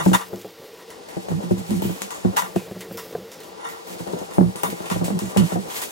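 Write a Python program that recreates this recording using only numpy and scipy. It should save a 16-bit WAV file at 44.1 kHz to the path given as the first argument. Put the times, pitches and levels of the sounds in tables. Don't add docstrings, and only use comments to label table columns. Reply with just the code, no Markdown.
import sys
import numpy as np
from scipy import signal
from scipy.fft import rfft, irfft, next_fast_len
from scipy.io import wavfile
from scipy.ndimage import map_coordinates

SR = 44100
rng = np.random.default_rng(int(sys.argv[2]) if len(sys.argv) > 2 else 0)


def dump_mix(stems):
    frames = np.atleast_2d(stems).T
    limited = np.clip(frames, -1, 1)
    pcm = np.round(limited * 32767).astype(np.int16)
    wavfile.write(sys.argv[1], SR, pcm)


N = 260631

# (frequency [Hz], relative level [dB])
AIR_SPECTRUM = [(30, -55), (80, -32), (170, -21), (340, -27), (455, 1.5), (560, -13.5), (850, -23),
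                (1600, -19), (5000, -15), (10000, -28.5), (14000, -67), (16000, -55)]
# (frequency [Hz], width [Hz], relative level [dB])
DUCT_MODES = [(331.5, 11.3, -5.5), (455.2, 6.4, 6), (540, 99, -19), (795, 49, -9)]
HISS_DB, HUM_DB = -50.5, -47.5

# (time [s], rise constant [s], length [s], drumming level [dB], low modes re drumming [dB])
SHOVES = [(-0.01, .01, .05, -27.5, -16), (0.064, .008, .035, -8.5, -25),
          (0.108, 0.008, 0.049, -14.5, -10.5), (1.294, 0.02, 0.1, -18, -9.5),
          (1.435, .008, 0.058, -26.5, -20), (1.512, .008, 0.033, -15.5, -7.5), (1.569, .02, 0.041, -23, -5),
          (1.689, 0.028, 0.11, -13, -13), (1.83, 0.019, 0.052, -18, -5.5), (1.91, 0.0065, 0.026, -29, -9),
          (2.01, 0.021, .05, -34.5, -18), (2.246, 0.0072, 0.056, -18, -7), (2.42, .008, 0.028, -34, -20),
          (2.557, 0.0042, 0.023, -18, -14), (2.748, .008, 0.063, -29, -13), (2.885, .006, 0.14, -37, -8.5),
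          (3.152, .02, 0.086, -33.5, -9), (3.91, .006, .06, -41, -12), (4.001, .008, 0.026, -34, -2),
          (4.125, .01, 0.029, -32, -13), (4.381, 0.0051, 0.064, -9, -18), (4.454, 0.0053, 0.043, -21, -3.5),
          (4.635, 0.028, .11, -28.5, -10), (4.82, .02, 0.052, -38, -8), (4.912, .005, 0.011, -18, -10),
          (4.942, .01, 0.055, -29, 1), (4.999, .025, 0.06, -18, -11), (5.099, .05, 0.076, -11.5, -18),
          (5.224, .008, 0.061, -24, -7.5), (5.366, 0.01, 0.089, -11, -9.5), (5.518, 0.013, 0.082, -20, -12),
          (5.605, .006, .05, -42, -19)]
SAG_DB_PER_S, STOP_DB_PER_S = 79, 602
# (time [s], drumming level [dB], scuff level [dB])
HANDS = [(0, -45, -27.5), (.06, -45, -47), (.3, -49, -44.5), (.55, -70, -45), (.8, -55, -46.5),
         (1.15, -56.5, -42.5), (1.6, -37, -43), (2, -58, -45.5), (2.6, -44, -42.5), (3, -48, -39),
         (3.3, -50.5, -43.5), (3.8, -61, -49), (4.15, -48, -37), (4.6, -50, -46.5), (4.9, -54, -40.5),
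         (5.3, -53, -40), (5.7, -56, -41.5), (5.91, -56, -44.5)]
HANDS_LOW_DB, SHOVE_SCUFF_DB = -12, -23
# (time [s], relative wall level [dB], relative desk level [dB], decay scale [s])
BUMPS = [(0.062, -14, -10, 0.095), (0.117, -19, -16, 0.069), (0.331, -25, -25, 0.21),
         (0.447, -25.5, -34, 0.19), (0.596, -44, -36, 0.046), (1.168, -28.5, -23.5, 0.12),
         (1.285, -25.5, -33, 0.11), (1.316, -30, -22, 0.079), (1.436, -43, -28.5, 0.14),
         (1.51, -21.5, -13.5, 0.13), (1.57, -37, -32, 0.067), (1.71, -33, -19.5, 0.13),
         (1.821, -23, -23, 0.082), (1.851, -28, -17.5, 0.06), (1.895, -29, -23, 0.11),
         (2.013, -32, -40, 0.11), (2.249, -22, -14, 0.13), (2.426, -32, -39, 0.061),
         (2.562, -13, -11, 0.062), (2.712, -24, -22, 0.068), (2.762, -27.5, -25.5, 0.073),
         (2.889, -39, -46, 0.08), (2.911, -24, -27, 0.074), (2.947, -32, -30, 0.097),
         (3.093, -33, -46, 0.09), (3.151, -16, -27.5, 0.09), (3.179, -31, -40, 0.1),
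         (3.701, -40, -47, 0.16), (3.9, -39, -41, 0.098), (4.004, -31, -32.5, 0.16),
         (4.068, -29.5, -35.5, 0.25), (4.134, -24.5, -23, 0.095), (4.214, -34, -31, 0.1),
         (4.383, -11, -13, 0.086), (4.409, -17, -5, 0.029), (4.555, -29, -33, 0.084),
         (4.634, -21, -31.5, 0.2), (4.684, -34, -31, 0.098), (4.727, -27.5, -28.5, 0.1),
         (4.804, -26, -32.5, 0.094), (4.912, -22.5, -24, 0.09), (4.962, -23.5, -22.5, 0.1),
         (5.014, -23.5, -19, 0.11), (5.082, -19, -23, 0.046), (5.104, -21.5, -23, 0.056),
         (5.22, -45, -25.5, 0.14), (5.363, -14, -19.5, 0.081), (5.521, -20.5, -30, 0.059),
         (5.557, -24.5, -29, 0.32)]
# (frequency [Hz], kicked level [dB], share of decay scale [1], dragged level [dB])
DESK_MODES = [(75, -21, 0.74, -7.5), (112.9, -11, 1.15, -1.5), (182.5, 3.5, 0.81, 0.5),
              (247.1, -1.5, 0.56, -15), (342, -3, 1.09, -14.5)]
# (frequency [Hz], relative level [dB], share of decay scale [1])
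WALL_MODES = [(423.5, 1.5, 0.27), (540.4, 1.5, 0.27), (655, -3.5, 0.39), (791, -4.5, 0.41),
              (972, -15, 0.48), (1160, -13.5, 0.086), (1485, -15, 0.16), (2070, -30, 0.03)]
# (frequency [Hz], relative level [dB])
SCUFF_SPECTRUM = [(120, -10), (300, 0), (500, 1), (850, -7), (1300, -17), (2500, -37)]

# (time [s], crinkle level [dB], fizz level [dB], rasp level [dB])
HANDLING = [(0.0, -43.5, -46, -29.5), (0.1, -42, -49, -49.5), (0.21, -59, -50, -33.5),
            (0.3, -56, -50, -54.5), (0.8, -56.5, -53, -50), (1.12, -55.5, -78, -54), (1.76, -46, -56, -52),
            (2.1, -47.5, -72, -49.5), (2.55, -51, -52, -49), (3.05, -51.5, -49, -52.5),
            (3.46, -57, -55, -52), (3.64, -61, -64, -44.5), (3.95, -46, -56, -54), (4.3, -50, -74, -49),
            (4.61, -57, -56, -57), (4.79, -44.5, -64, -44), (5.2, -48.5, -66, -47.5),
            (5.5, -40, -56.5, -44), (5.63, -50, -66, -49), (5.76, -35, -39, -39.5), (5.91, -42.5, -47, -58)]
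# (time [s], relative level [dB], relative tape level [dB], relative sheen level [dB],
# fold frequency [Hz], decay scale [s], crack re snap [dB])
SNAPS = [(0.054, -24, -30, -42, 7090, .25, 5), (.0778, -21, -28, -42, 7120, 0.31, 2),
         (0.1325, -12, -2.5, -18, 3500, .15, -4), (0.1437, -9, -13, -24, 1920, .19, -10),
         (0.2126, -23.5, -37, -38, 2800, .25, 7), (0.3594, -30.5, -41, -49, 5430, .17, 6),
         (0.4142, -29, -54, -50, 3370, 0.27, 2), (.903, -23.5, -29.5, -52, 1840, 0.2, -2),
         (1.0874, -25, -41, -44, 1970, 0.5, 2), (1.2863, -28, -39, -44, 1840, 0.37, -1),
         (1.5815, -28.5, -47, -46, 7430, 0.16, 2), (1.707, -25, -37, -39, 8920, 0.2, 7),
         (1.8202, -19, -34, -20, 3080, 0.5, 0.5), (2.0072, -28, -46, -41, 3250, .086, -2),
         (2.0193, -16.5, -39, -49, 6600, .13, 13), (2.1066, -20, -24, -36, 7060, 0.32, 2),
         (2.1387, -26.5, -37, -47, 6900, 0.35, -3), (2.3642, -10, -15, -30, 2720, 0.1, -5),
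         (2.3691, -9.5, -8, -18, 1910, 0.27, 1.5), (2.4206, -45, -20.5, -39, 1950, 0.35, 9),
         (2.56, -20.5, -33, -48, 2520, 0.42, 3), (2.7497, -36, -32, -50, 4330, .15, 1),
         (2.807, -18, -25.5, -44, 1930, 0.21, -4), (2.9254, -35, -51, -26, 2540, 0.33, 3),
         (2.9726, -18.5, -24, -20, 5270, 0.37, -5), (3.127, -33, -43, -46, 3740, .2, 2),
         (3.3166, -23.5, -31.5, -49, 5510, 0.33, 3), (3.404, -29.5, -51, -38, 4180, .19, 2),
         (3.434, -30, -43, -48, 2990, .22, 0), (3.641, -45, -25.5, -48, 1950, 0.37, -6),
         (3.6678, -34, -25.5, -36, 7300, 0.27, 2), (3.6884, -22.5, -39, -31, 1950, .33, 0),
         (3.8704, -34, -36, -34, 2390, 0.6, -3), (3.9854, -30, -41, -43, 4500, 0.24, 5),
         (4.0743, -31, -33, -53, 3200, .17, 8), (4.1255, -27, -29.5, -49, 3880, .15, -3),
         (4.1889, -30, -46, -50, 6200, .22, 4), (4.3366, -26.5, -40, -40, 9300, .54, 0),
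         (4.5586, -22, -31.5, -42, 9300, 0.47, 7), (4.6341, -18, -18, -19, 9450, 0.33, 7),
         (4.7007, -25.5, -38, -51, 2090, .53, 4), (4.8584, -21.5, -32, -48, 2570, .39, 2),
         (4.9009, -18.5, -20, -40, 2460, 0.26, 5.5), (4.9129, -21, -30, -37, 3100, 0.27, 4),
         (5.0428, -17, -37, -30, 8150, 0.26, -3), (5.1908, -20, -30.5, -35, 7200, 0.41, 11),
         (5.255, -25.5, -42, -40, 7100, 0.33, -5), (5.3719, -13, -20.5, -52, 2950, 0.33, 6),
         (5.4924, -28, -42, -38, 7960, 0.46, 2), (5.7014, -25, -30, -39, 3330, .35, -1),
         (5.7457, -26, -40, -36, 9690, .22, -1), (5.7907, -22, -29, -32, 8300, .3, -5),
         (5.817, -14, -28, -21, 9700, 0.16, 0), (5.8352, -32, -37, -34, 5040, 0.15, 4)]
FOLD_DB, CLICK_DB = -8.5, -5.5
# (frequency [Hz], width [Hz], relative level [dB])
TAPE_MODES = [(848, 212, 2.5), (991, 50, 10), (1096, 54, 2.5), (1176.4, 18, 9), (1373, 105, 0),
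              (1858, 35, -0.5), (1959, 30, -1.5), (2203, 54, -9.5), (2767, 90, -9), (3636, 40, -3.5),
              (5720, 250, -14), (7130, 200, -10.5), (8860, 280, -13.5), (10830, 320, -14.5)]
# (frequency [Hz], relative level [dB])
FILM_SPECTRUM = [(1200, -2.5), (2500, 0.5), (4000, 0), (5300, -1), (7200, 2.5), (9000, -0.5), (11000, -2),
                 (16000, -11)]
# (frequency [Hz], relative level [dB])
SHEEN_SPECTRUM = [(6000, -72), (10500, -13), (13000, 2.5), (15000, -4), (16000, 5)]

# (frequency [Hz], level [dB], phase [rad], likeness [0-1])
SIDE_RELATION = [(35, -4, 1.57, 0.4), (110, 5.4, 2.98, 0.92), (180, -1.6, -2.28, 0.89),
                 (260, -1.6, -1.66, 0.21), (340, 0.5, -0.08, 0.7), (450, 0.7, -0.88, 0.52),
                 (800, 7.3, 0.08, 0.74), (1100, 4.0, -0.75, 0.4), (1800, 6.5, 2.77, 0.54),
                 (2300, 5.8, 2.39, 0.45), (4000, 1.0, 1.39, 0.58), (7000, -2.3, 0.13, 0.29),
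                 (9000, -5.2, 1.72, 0.38), (15000, -2.8, 2.81, 0.46)]
# (frequency [Hz], level [dB])
MONO_COLOUR = [(60, -5), (110, 0), (250, -6.5), (460, 2), (800, -7), (2000, 2.5), (8000, -2.5),
               (14000, -0.5)]
# (from time [s], to time [s])
MONO_SPELLS = [(.43, 0.79), (2.75, 3.273)]
CLOSE_S, OPEN_S, WIDE = 0.38, 0.41, 0.94
TOP_HZ = 15900


def amp(db):
    return 10 ** (np.asarray(db) / 20)


def unit(x):
    return x / np.sqrt(np.mean(x ** 2) + 1e-20)


def along(points, hz):
    knots_hz, *columns = np.transpose(points)
    return [np.interp(np.log(hz + 1), np.log(knots_hz + 1), column) for column in columns]


def curves(rows):
    knots_s, *columns = np.transpose(rows)
    return [np.interp(np.arange(N) / SR, knots_s, column) for column in columns]


def wobble(rate):
    step = np.arange(0, N + 64, 64)
    knots = rng.standard_normal((2, int(N * rate / SR) + 4))
    smooth = [map_coordinates(row, [step * rate / SR]) for row in knots]
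    return np.array([np.interp(np.arange(N), step, row) for row in smooth])


def filtered(x, response):
    m = next_fast_len(N + SR // 2)
    return irfft(rfft(x, m) * response(np.fft.rfftfreq(m, 1 / SR)), m)[..., :N]


def tinted(x, spectrum):
    return filtered(x, lambda hz: unit(amp(along(spectrum, hz)[0])))


def ringing(x, modes):
    def response(f):
        total = 0
        for k, (centre, width, db) in enumerate(modes):
            damping = 1j * f * width
            total = total + (-1) ** k * amp(db) * damping / (centre * centre - f * f + damping)
        return total / np.sqrt(np.mean(np.abs(total) ** 2))
    return filtered(x, response)


def crackle(spiky_db, clump_db):
    size = amp(spiky_db * rng.exponential(size=N) + clump_db * wobble(35)[0])
    return unit(size * rng.standard_normal((2, N)))


def air():
    level = amp(HISS_DB + 0.16 * wobble(2.0))
    hiss = level * tinted(rng.standard_normal((2, N)), AIR_SPECTRUM)
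    return hiss + amp(HUM_DB) * ringing(rng.standard_normal((2, N)), DUCT_MODES)


def shoves():
    size, t = np.zeros((2, N + SR)), np.arange(SR // 3) / SR
    lead = SR // 2
    for s, rise, length, db, low_db in SHOVES:
        fall_db = -SAG_DB_PER_S * t - STOP_DB_PER_S * np.clip(t - length, 0, 1)
        shape = (1 - np.exp(-t / rise)) * amp(fall_db)
        start = round(s * SR) + lead
        size[:, start:start + len(t)] += amp([[db], [db + low_db]]) * shape
    return size[:, lead:][:, :N]


def mode_envelope(t, hz, share, t60):
    return amp(-60 * t / (t60 * share + 0.012)) * (1 - np.exp(-t * hz / 0.46))


def swaying_mode(hz):
    level = amp(wobble(30))
    phase = 2 * np.pi * np.cumsum(hz * (1 + 0.06 * wobble(30)), axis=1) / SR
    return level * np.sin(phase)


def desk():
    wall, kick = np.zeros((2, N + SR)), np.zeros((len(DESK_MODES), N + SR))
    t = np.arange(SR // 5) / SR
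    wall_hz, mode_db, wall_share = np.transpose(WALL_MODES)[..., None, None]
    desk_hz, kicked_db, desk_share, dragged_db = np.transpose(DESK_MODES)[..., None]
    chance = rng.standard_normal((len(BUMPS), 2, len(WALL_MODES), 2, 1))
    for (s, wall_db, desk_db, t60), (level_luck, pitch_luck) in zip(BUMPS, chance):
        span = slice(round(s * SR), round(s * SR) + len(t))
        pitch = wall_hz * (1 + 0.057 * pitch_luck)
        level = amp(wall_db - 2.0 + mode_db + 1.2 * level_luck)
        tones = level * mode_envelope(t, wall_hz, wall_share, t60) * np.sin(2 * np.pi * pitch * t)
        wall[:, span] += np.sum(tones, axis=0)
        kick[:, span] += amp(desk_db + kicked_db) * mode_envelope(t, desk_hz, desk_share, t60)

    drum_db, scuff_db = curves(HANDS)
    upper, low = np.hypot(shoves(), amp([drum_db, drum_db + HANDS_LOW_DB]))
    drag = amp(dragged_db) * np.where(desk_hz < 140, low, upper)
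    mode_sizes = np.hypot(drag, kick[:, :N])
    shudder = sum(size * swaying_mode(mode[0]) for size, mode in zip(mode_sizes, DESK_MODES))

    scuff_size = np.hypot(amp(scuff_db), amp(SHOVE_SCUFF_DB) * upper)
    scuff = scuff_size * tinted(crackle(spiky_db=2.0, clump_db=3.0), SCUFF_SPECTRUM)
    return wall[:, :N] + shudder + scuff


def wrap():
    tear, folds = np.zeros((3, N + SR)), np.zeros((2, N + SR))
    t = np.arange(SR // 3) / SR
    plucks, clicks = np.zeros((2, N))
    creases = crackle(spiky_db=2.0, clump_db=2.0)
    for s, db, tape_db, sheen_db, fold_hz, t60, crack_db in SNAPS:
        start = round(s * SR)
        span = slice(start, start + len(t))
        crack = amp(crack_db + 6.0 - 60 * t / 0.003)
        rip = amp(-60 * t / (t60 + 0.023))
        drone = amp(-60 * t / (0.53 * t60 + 0.0095)) * (1 - np.exp(-t / 0.0051))
        levels = amp([[db - 19.5], [sheen_db - 15], [tape_db - 8.5]])
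        tear[:, span] += levels * [rip + crack, rip + crack, drone]
        plucks[start] = amp(tape_db + crack_db + 8)
        clicks[start] = amp(db + crack_db + CLICK_DB)
        pocket = signal.iirpeak(fold_hz, 8.5, SR)
        fold_noise = signal.lfilter(*pocket, rip * rng.standard_normal((2, len(t))))
        folds[:, span] += amp(db + FOLD_DB) * fold_noise

    crinkle, fizz, rasp = np.hypot(tear[:, :N], amp(curves(HANDLING)))
    finer = unit(creases + rng.standard_normal((2, N)))
    film = crinkle * tinted(creases, FILM_SPECTRUM) + fizz * tinted(finer, SHEEN_SPECTRUM)
    film = film + tinted(clicks, FILM_SPECTRUM)
    tape = ringing(plucks + rasp * crackle(spiky_db=1.9, clump_db=2.5), TAPE_MODES)
    return film + folds[:, :N] + tape


def scene():
    return air() + desk() + wrap()


def side_shares(hz):
    turn = [(f, db, like * np.cos(rad), like * np.sin(rad)) for f, db, rad, like in SIDE_RELATION]
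    db, re, im = along(turn, hz)
    unrelated = np.sqrt(np.clip(1 - re ** 2 - im ** 2, 0, 1))
    return amp(db) * np.array([re + 1j * im, unrelated])


def record(dry):
    t = np.arange(N) / SR
    openings = [np.clip(np.maximum((a - t) / CLOSE_S, (t - b) / OPEN_S), 0, 1) for a, b in MONO_SPELLS]
    width = WIDE * np.prod(openings, axis=0)
    side = width * filtered(dry, side_shares).sum(axis=0)
    mono = filtered(dry[0], lambda hz: amp(along(MONO_COLOUR, hz)[0]))
    mid = width * dry[0] + (1 - width) * mono
    pair = np.array([mid + side, mid - side])
    pair = pair / (1 + np.abs(pair / .99) ** 6) ** (1 / 6)
    return filtered(pair, lambda hz: (hz < TOP_HZ) / (1 + (45 / (hz + 1)) ** 2))


dry = scene()
out = record(dry)
dump_mix(out)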